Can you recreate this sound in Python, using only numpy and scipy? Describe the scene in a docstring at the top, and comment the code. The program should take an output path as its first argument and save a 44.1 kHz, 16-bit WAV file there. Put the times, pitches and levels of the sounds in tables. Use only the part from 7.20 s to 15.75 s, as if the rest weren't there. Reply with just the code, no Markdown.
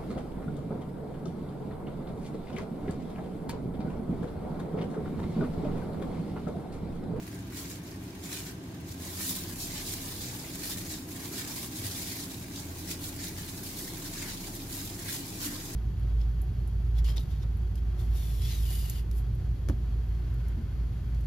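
"""A fan hums in a kitchen over a faint rustle of film, then a gloved hand turns fish in dry spice in a glass bowl.
The thin plastic glove is close: its film buckles in thousands of random snaps that scatter in bowl and kitchen.
A few creases tick alone as short ringing sines, and a few low, narrow swells of noise come and go.
Shaped noise and wavering sines make the fan, narrow hiss a thin whine; an engine far outside rises and falls
as a firing note with its third harmonic."""
import sys
import numpy as np
from scipy import signal
from scipy.fft import rfft, irfft
from scipy.io import wavfile

SR = 44100
rng = np.random.default_rng(int(sys.argv[2]) if len(sys.argv) > 2 else 0)


def put_to_file(sound):
    """Save the sound as 16-bit audio at rate SR, in the file named by the first command-line argument."""
    columns = np.atleast_2d(sound).T  # one column per channel
    safe = np.clip(columns, -1, 1)
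    whole_steps = np.round(safe * 32767)
    wavfile.write(sys.argv[1], SR, whole_steps.astype(np.int16))


N = 377055
T = np.arange(N) / SR  # seconds
HZ = np.fft.rfftfreq(N, 1 / SR) + 1e-9  # kept above zero for the logarithm
MIDDLING_DB = -44.5  # crinkle level of a middling effort


def undb(db):
    """Decibels to gain."""
    return 10 ** (np.asarray(db) / 20)


def unit(x):
    """Scale to rms 1."""
    return x / np.sqrt(np.mean(x ** 2))


def curves(rows):
    """Draw each column of a (start_s, ..) table as straight lines, sample by sample."""
    s, *columns = np.transpose(rows)
    return [np.interp(T, s, c) for c in columns]


def response(points):
    """Gain at every frequency from (pitch_hz, level_db) points, joined on a logarithmic pitch scale."""
    hz, db = np.transpose(points)
    return undb(np.interp(np.log(HZ), np.log(hz), db))


def walk(rate):
    """Smooth chance of rms 1 that heads for a new random value rate times a second."""
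    return unit(np.interp(T * rate, np.arange(4096), rng.standard_normal(4096)))


def ring(spectrum, hz, width):
    """Sound of a spectrum through a resonance with steep, bell-shaped skirts; rms 1."""
    return unit(irfft(spectrum * np.exp(-((HZ - hz) / width) ** 2), N))


def fan():
    """Moving air rings the room's low resonances; the motor's tones swell and waver on top."""
    # colour of the air noise before the room rings: pitch_hz [Hz], level_db [dB, relative]
    air_colour = [(20, -25), (45, -7.5), (70, -3), (95, -1), (190, -1.5), (215, -8), (270, -2), (325, -2),
                  (400, -7.5), (480, -19), (900, -20.5), (1300, -27.5), (4000, -31), (15000, -54)]
    # room resonances: pitch_hz [Hz], width_hz [Hz, where half the dB boost is left], boost_db [dB]
    room_modes = [(54, 4.9, 0.5), (102, 4.7, 8), (138, 7, -2.5), (167.2, 22, 2.5), (183.2, 7.3, 5.5),
                  (263.2, 6.2, 7), (280.4, 9, 3), (290.6, 8.7, 4), (312, 15, 1), (350, 6.8, -1),
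                  (378, 9.4, 0), (417, 10, -1), (674, 41, 6.5), (1590, 68, 6.5)]
    # motor tones, before they swell: pitch_hz [Hz], level_db [dB rms]
    motor_tones = [(61.8, -60.5), (123.7, -55.5), (200, -62.5), (232, -62.5), (309.2, -57), (494, -70),
                   (800.5, -74)]
    air_db = -42.5  # rms of the part that both sides share

    gain = response(air_colour)
    for hz, width, db in room_modes:
        gain = gain * undb(db / (1 + (2 * (HZ - hz) / width) ** 2))
    # the bass is nearly alike at both microphones, the treble spreads wide
    width = response([(40, -14), (150, -19.5), (320, -13.5), (600, -3.5), (1500, 1.0), (4000, 1.0)])
    noise = rfft(rng.standard_normal((2, N)))
    mid, side = irfft(noise * gain * [np.ones(len(HZ)), width], N)
    air = (mid + side * np.array([[1], [-1]])) / np.std(mid)

    hum = 0
    for hz, db in motor_tones:
        swell = undb(db + 3.8 * walk(3.6))
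        waver = 0.33 * walk(4)  # radians
        hum = hum + swell * np.sqrt(2) * np.sin(2 * np.pi * hz * T + waver)
    return air * undb(air_db) + hum


def whine():
    """Two steady, narrow bands of noise make a thin, hissy whine."""
    # bands of hiss: pitch_hz [Hz], width_hz [Hz, middle to 1/e], level_db [dB rms]
    hiss_bands = [(5350, 100, -73), (6360, 110, -68.5)]
    hiss = rfft(rng.standard_normal((2, N)))
    return sum(undb(db) * ring(hiss, hz, width) for hz, width, db in hiss_bands)


def engine():
    """Only the firing note and its third harmonic get through the walls; both swell when the engine pulls."""
    # pulls: middle_s [s], length_s [s], firing_hz [Hz], note_db [dB rms], third_harmonic_db [dB rms before waver]
    pulls = [(1.846, 0.62, 28.2, -68, -48.5), (2.597, 0.67, 31.4, -50, -52), (3.6, 0.43, 32, -55, -51),
             (5.55, .6, 28.7, -57, -46), (6.098, 0.79, 30.2, -54, -47), (7.155, 1.0, 32.5, -49, -58),
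             (7.6, 0.6, 33.3, -55, -47.5), (8.4, 0.49, 30.27, -48.5, -62)]
    idle_third_db = -59  # between pulls only the third harmonic is heard

    hz, = curves([(s, rate) for s, _, rate, _, _ in pulls])
    note_power, third_power = 0, undb(idle_third_db) ** 2
    for s, length, _, note_db, third_db in pulls:
        pull = np.exp(-(2 * (T - s) / length) ** 2)
        note_power = note_power + pull * undb(note_db) ** 2
        third_power = third_power + pull * undb(third_db) ** 2
    phase = 2 * np.pi * np.cumsum(hz) / SR + 0.054 * walk(18)
    note = np.sqrt(2 * note_power) * np.sin(phase)
    third = np.sqrt(2 * third_power) * undb(1.1 * walk(5.4)) * np.sin(3 * phase)
    return note + third


def stroke(start, length):
    """Power of one rub: the fingers take hold of the film, rub in a gentle arch and let go."""
    attack_s, release_s = 0.012, 0.0098  # time constants
    arch_db = 1.5  # a stroke is fastest, and so loudest, in its middle
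    from_middle = np.clip(2 * (T - start) / length - 1, -1, 1)
    arch = undb(arch_db * (1 / 3 - from_middle ** 2)) ** 2
    attack = (1 + np.tanh((T - start) / (2 * attack_s))) / 2
    release = (1 + np.tanh((start + length - T) / (2 * release_s))) / 2
    return arch * attack * release


def hand():
    """Strokes add power to the grip's rustle; gives effort and shares of broad and fine folds, all in dB."""
    # rustle between strokes, faint from the fingertips, fuller from the whole hand:
    # start_s [s], crinkle_db [dB, before fidgeting]
    grip = [(0, -49), (.15, -56.5), (.95, -55), (1.3, -53), (1.62, -60.5), (1.95, -42.5), (3.3, -42),
            (3.9, -46), (4.6, -45), (5.1, -44.5), (5.5, -47), (6.3, -45.5), (7.25, -42.5), (7.8, -44),
            (8.55, -42.3)]
    # rubs and squeezes: start_s [s], length_s [s], crinkle_db [dB, before the arch],
    # broad_slack_db and fine_taut_db [dB, relative to the middling folds]
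    strokes = [(0.367, 0.056, -40, -9, 0), (0.444, .12, -44, -10.5, -3), (0.658, 0.043, -49.5, -10, 0),
               (1.03, 0.27, -43, -13, -2.5), (1.113, 0.035, -35.5, -11.5, -0.5),
               (1.675, 0.061, -45.5, -18, -2), (1.8, 0.15, -47, -12, -1.5), (1.963, 0.24, -37, -14, 0),
               (2.075, 0.044, -34, -20, 4), (2.398, 0.058, -39, -28, 0.5), (2.475, 0.13, -40, -11, -5),
               (2.662, 0.071, -36, -19.5, -1), (2.81, .052, -40.5, -9, -3), (2.98, 0.14, -40.5, -18.5, -6),
               (3.431, 0.095, -37.5, -16.5, 1), (3.561, 0.056, -40, -15.5, 0.5),
               (3.701, 0.034, -36.5, -15.5, -2), (3.987, 0.073, -41.5, -11, -1),
               (4.155, 0.078, -36.5, -11.5, -0.5), (4.264, .21, -39, -11.5, -0.5),
               (4.564, .04, -37, -18, 1.5), (4.63, 0.05, -36, -14.5, 3), (4.701, .345, -40.5, -15.5, -.5),
               (5.362, 0.034, -37, -17, -3), (5.694, 0.042, -34.5, -13, -1.5), (5.83, 0.056, -40.5, -20, 1),
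               (6.013, 0.065, -35.5, -14.5, -3), (6.177, .05, -40.5, -15, -1), (6.437, 0.24, -45, -29, 3),
               (6.835, 0.044, -41.5, -13, -.5), (6.943, 0.097, -38.5, -13, -4),
               (7.087, 0.057, -37.5, -11.5, -3), (7.506, 0.16, -41.5, -16, 1.5),
               (7.9, 0.075, -37, -11.5, 1), (8.209, .068, -33.5, -13, -.5)]
    fidget_db, fidget_per_s = 1.02, 26  # small finger movements vary the rustle
    grip_broad_db, slack_db_per_db = -11.5, 0.5  # a looser grip leaves more broad folds
    grip_fine_db = 0.1

    grip_db, = curves(grip)
    grip_db = grip_db + fidget_db * walk(fidget_per_s)
    power = undb(grip_db) ** 2
    broad = power * undb(grip_broad_db - slack_db_per_db * (grip_db - MIDDLING_DB)) ** 2
    fine = power * undb(grip_fine_db) ** 2
    for start, length, db, broad_db, fine_db in strokes:
        rub = undb(db) ** 2 * stroke(start, length)
        power = power + rub
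        broad = broad + rub * undb(broad_db) ** 2
        fine = fine + rub * undb(fine_db) ** 2
    return 10 * np.log10([power, broad / power, fine / power])


def snaps(per_second, spread_db):
    """Energy of buckling snaps at random moments, many small and a few large; mean 1."""
    happens = rng.random(N) < per_second / SR
    size = undb(spread_db * np.minimum(rng.exponential(size=N), 3.5))
    energy = happens * size ** 2 / per_second  # more snaps share the same energy
    return energy / energy.mean()


def fade(energy, t60):
    """Spread energy over an exponential tail that falls 60 dB in t60 seconds."""
    keep = np.exp(-np.log(1e6) / (t60 * SR))
    return signal.lfilter([1 - keep], [1, -keep], energy)


def scatter(energy, snap_t60, bowl_t60, bowl_db, room_t60, room_db):
    """Amplitude of snaps with their reflections off the glass and the kitchen's tail."""
    snap = fade(energy + 1e-18, snap_t60)
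    glass = fade(energy * undb(bowl_db) ** 2 + 1e-18, bowl_t60)
    kitchen = fade(energy * undb(room_db) ** 2 + 1e-18, room_t60)
    return np.sqrt(snap + glass + kitchen)


def shifting_colour(x, gain, drift_s):
    """Three delayed copies with randomly wandering lags make the crinkle's colour keep shifting."""
    out = x
    for lag in (.0007, .0019, .0037):  # seconds
        out = out + gain * np.interp(T - lag - drift_s * walk(7), T, x)
    return unit(out)


def glove():
    """The film buckles in little avalanches, thicker and louder as the hand presses, and its folds ring."""
    # bands in which the folds ring, broad folds first:
    # pitch_hz [Hz], width_hz [Hz, middle to 1/e], level_db [dB, before the folds vary]
    film_bands = [(840, 500, -5.5), (1786, 390, -4.5), (2318, 307, -7.5), (2830, 440, -15.5),
                  (3720, 775, -13.5), (4870, 1000, -11.5), (5950, 910, -16), (7134, 930, -10.5),
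                  (8840, 1150, -12.5), (10770, 1450, -10.5), (12900, 1340, -10.5), (15460, 1560, -12)]
    broad_wander_db, fine_wander_db = 0.5, 0.55  # the mix of folds drifts as the glove shifts

    effort_db, broad_db, fine_db = hand()
    broad_db = broad_db + broad_wander_db * walk(8.9)
    fine_db = fine_db + fine_wander_db * walk(8)
    rate = 3500 * undb(.6 * (effort_db - MIDDLING_DB))  # snaps per second
    avalanches = undb(3.3 * walk(80) + 2.1 * walk(300))
    energy = snaps(rate, spread_db=4.0) * avalanches
    crackle = unit(scatter(energy, snap_t60=0.0015, bowl_t60=0.01, bowl_db=-8, room_t60=0.21, room_db=1.5))
    # every snap starts from another spot, so it reaches each microphone by its own paths
    both_paths = rng.standard_normal((2, N))
    film = rfft([shifting_colour(crackle * paths, gain=0.41, drift_s=0.000227) for paths in both_paths])
    out = 0
    for hz, width, db in film_bands:
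        broad = np.interp(hz, [2400, 3300], [1, 0])
        fine = np.interp(hz, [7000, 10500], [0, 1])
        # folds of each size come and go; the broad ones are few, so they are the most uneven
        unevenness = np.clip(3500 / hz, .4, 1.3)
        patchy_db = unevenness * (1.63 * walk(28) + 1.28 * walk(130))
        lean_db = .5 * hz / 12000 * np.array([[-1], [1]])  # the bright side of the glove faces right
        shared = 130 / hz  # long waves reach both microphones more alike
        band = ring(film + shared * film[::-1], hz, width)
        band_db = db + broad * broad_db + fine * fine_db + patchy_db
        out = out + band * undb(band_db) * undb(lean_db)
    return out * undb(effort_db)


def ticks():
    """A stiff crease flips over: a millisecond of ringing and a faint splash of reflections."""
    # single creases that snap through: start_s [s], level_db [dB, starting amplitude of the ring], pitch_hz [Hz]
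    creases = [(0.7155, -40, 4580), (0.908, -39.5, 5420), (1.7234, -37, 5550), (2.2372, -26, 5600),
               (2.9814, -34, 3690), (6.2204, -33, 7380), (7.5684, -28.5, 8470)]
    out, t = np.zeros((2, N)), T[:1000]
    for s, db, hz in creases:
        start = int(s * SR)
        snap = np.sin(2 * np.pi * (hz * t + rng.random((2, 1)))) * np.exp(-t / .0006)
        splash = .25 * rng.standard_normal((2, len(t))) * np.exp(-t / .003)
        out[:, start:start + len(t)] += undb(db) * (snap + splash)
    return out


def low_swells():
    """Short, soft swells of low, narrow noise."""
    # swells: middle_s [s], level_db [dB rms before the envelope shapes it], pitch_hz [Hz],
    # length_s [s, middle to 1/e]
    swells = [(2.172, -43, 169, 0.079), (3.665, -46, 322, 0.079), (4.155, -50.5, 382, 0.076),
              (4.667, -40.5, 99, 0.065), (8.28, -42.5, 280, 0.067)]
    noise = rfft(rng.standard_normal(N))
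    out = 0
    for s, db, hz, length in swells:
        envelope = np.exp(-((T - s) / length) ** 2)
        out = out + undb(db) * ring(noise, hz, hz / 6) * envelope
    return out


def scene():
    """The glove close by, over the hum of the kitchen."""
    return fan() + whine() + engine() + glove() + ticks() + low_swells()


def record(dry):
    """The recorder cuts the top steeply."""
    top_hz = 15750
    return signal.sosfilt(signal.ellip(12, .1, 70, top_hz, fs=SR, output="sos"), dry)


dry = scene()
out = record(dry)
put_to_file(out)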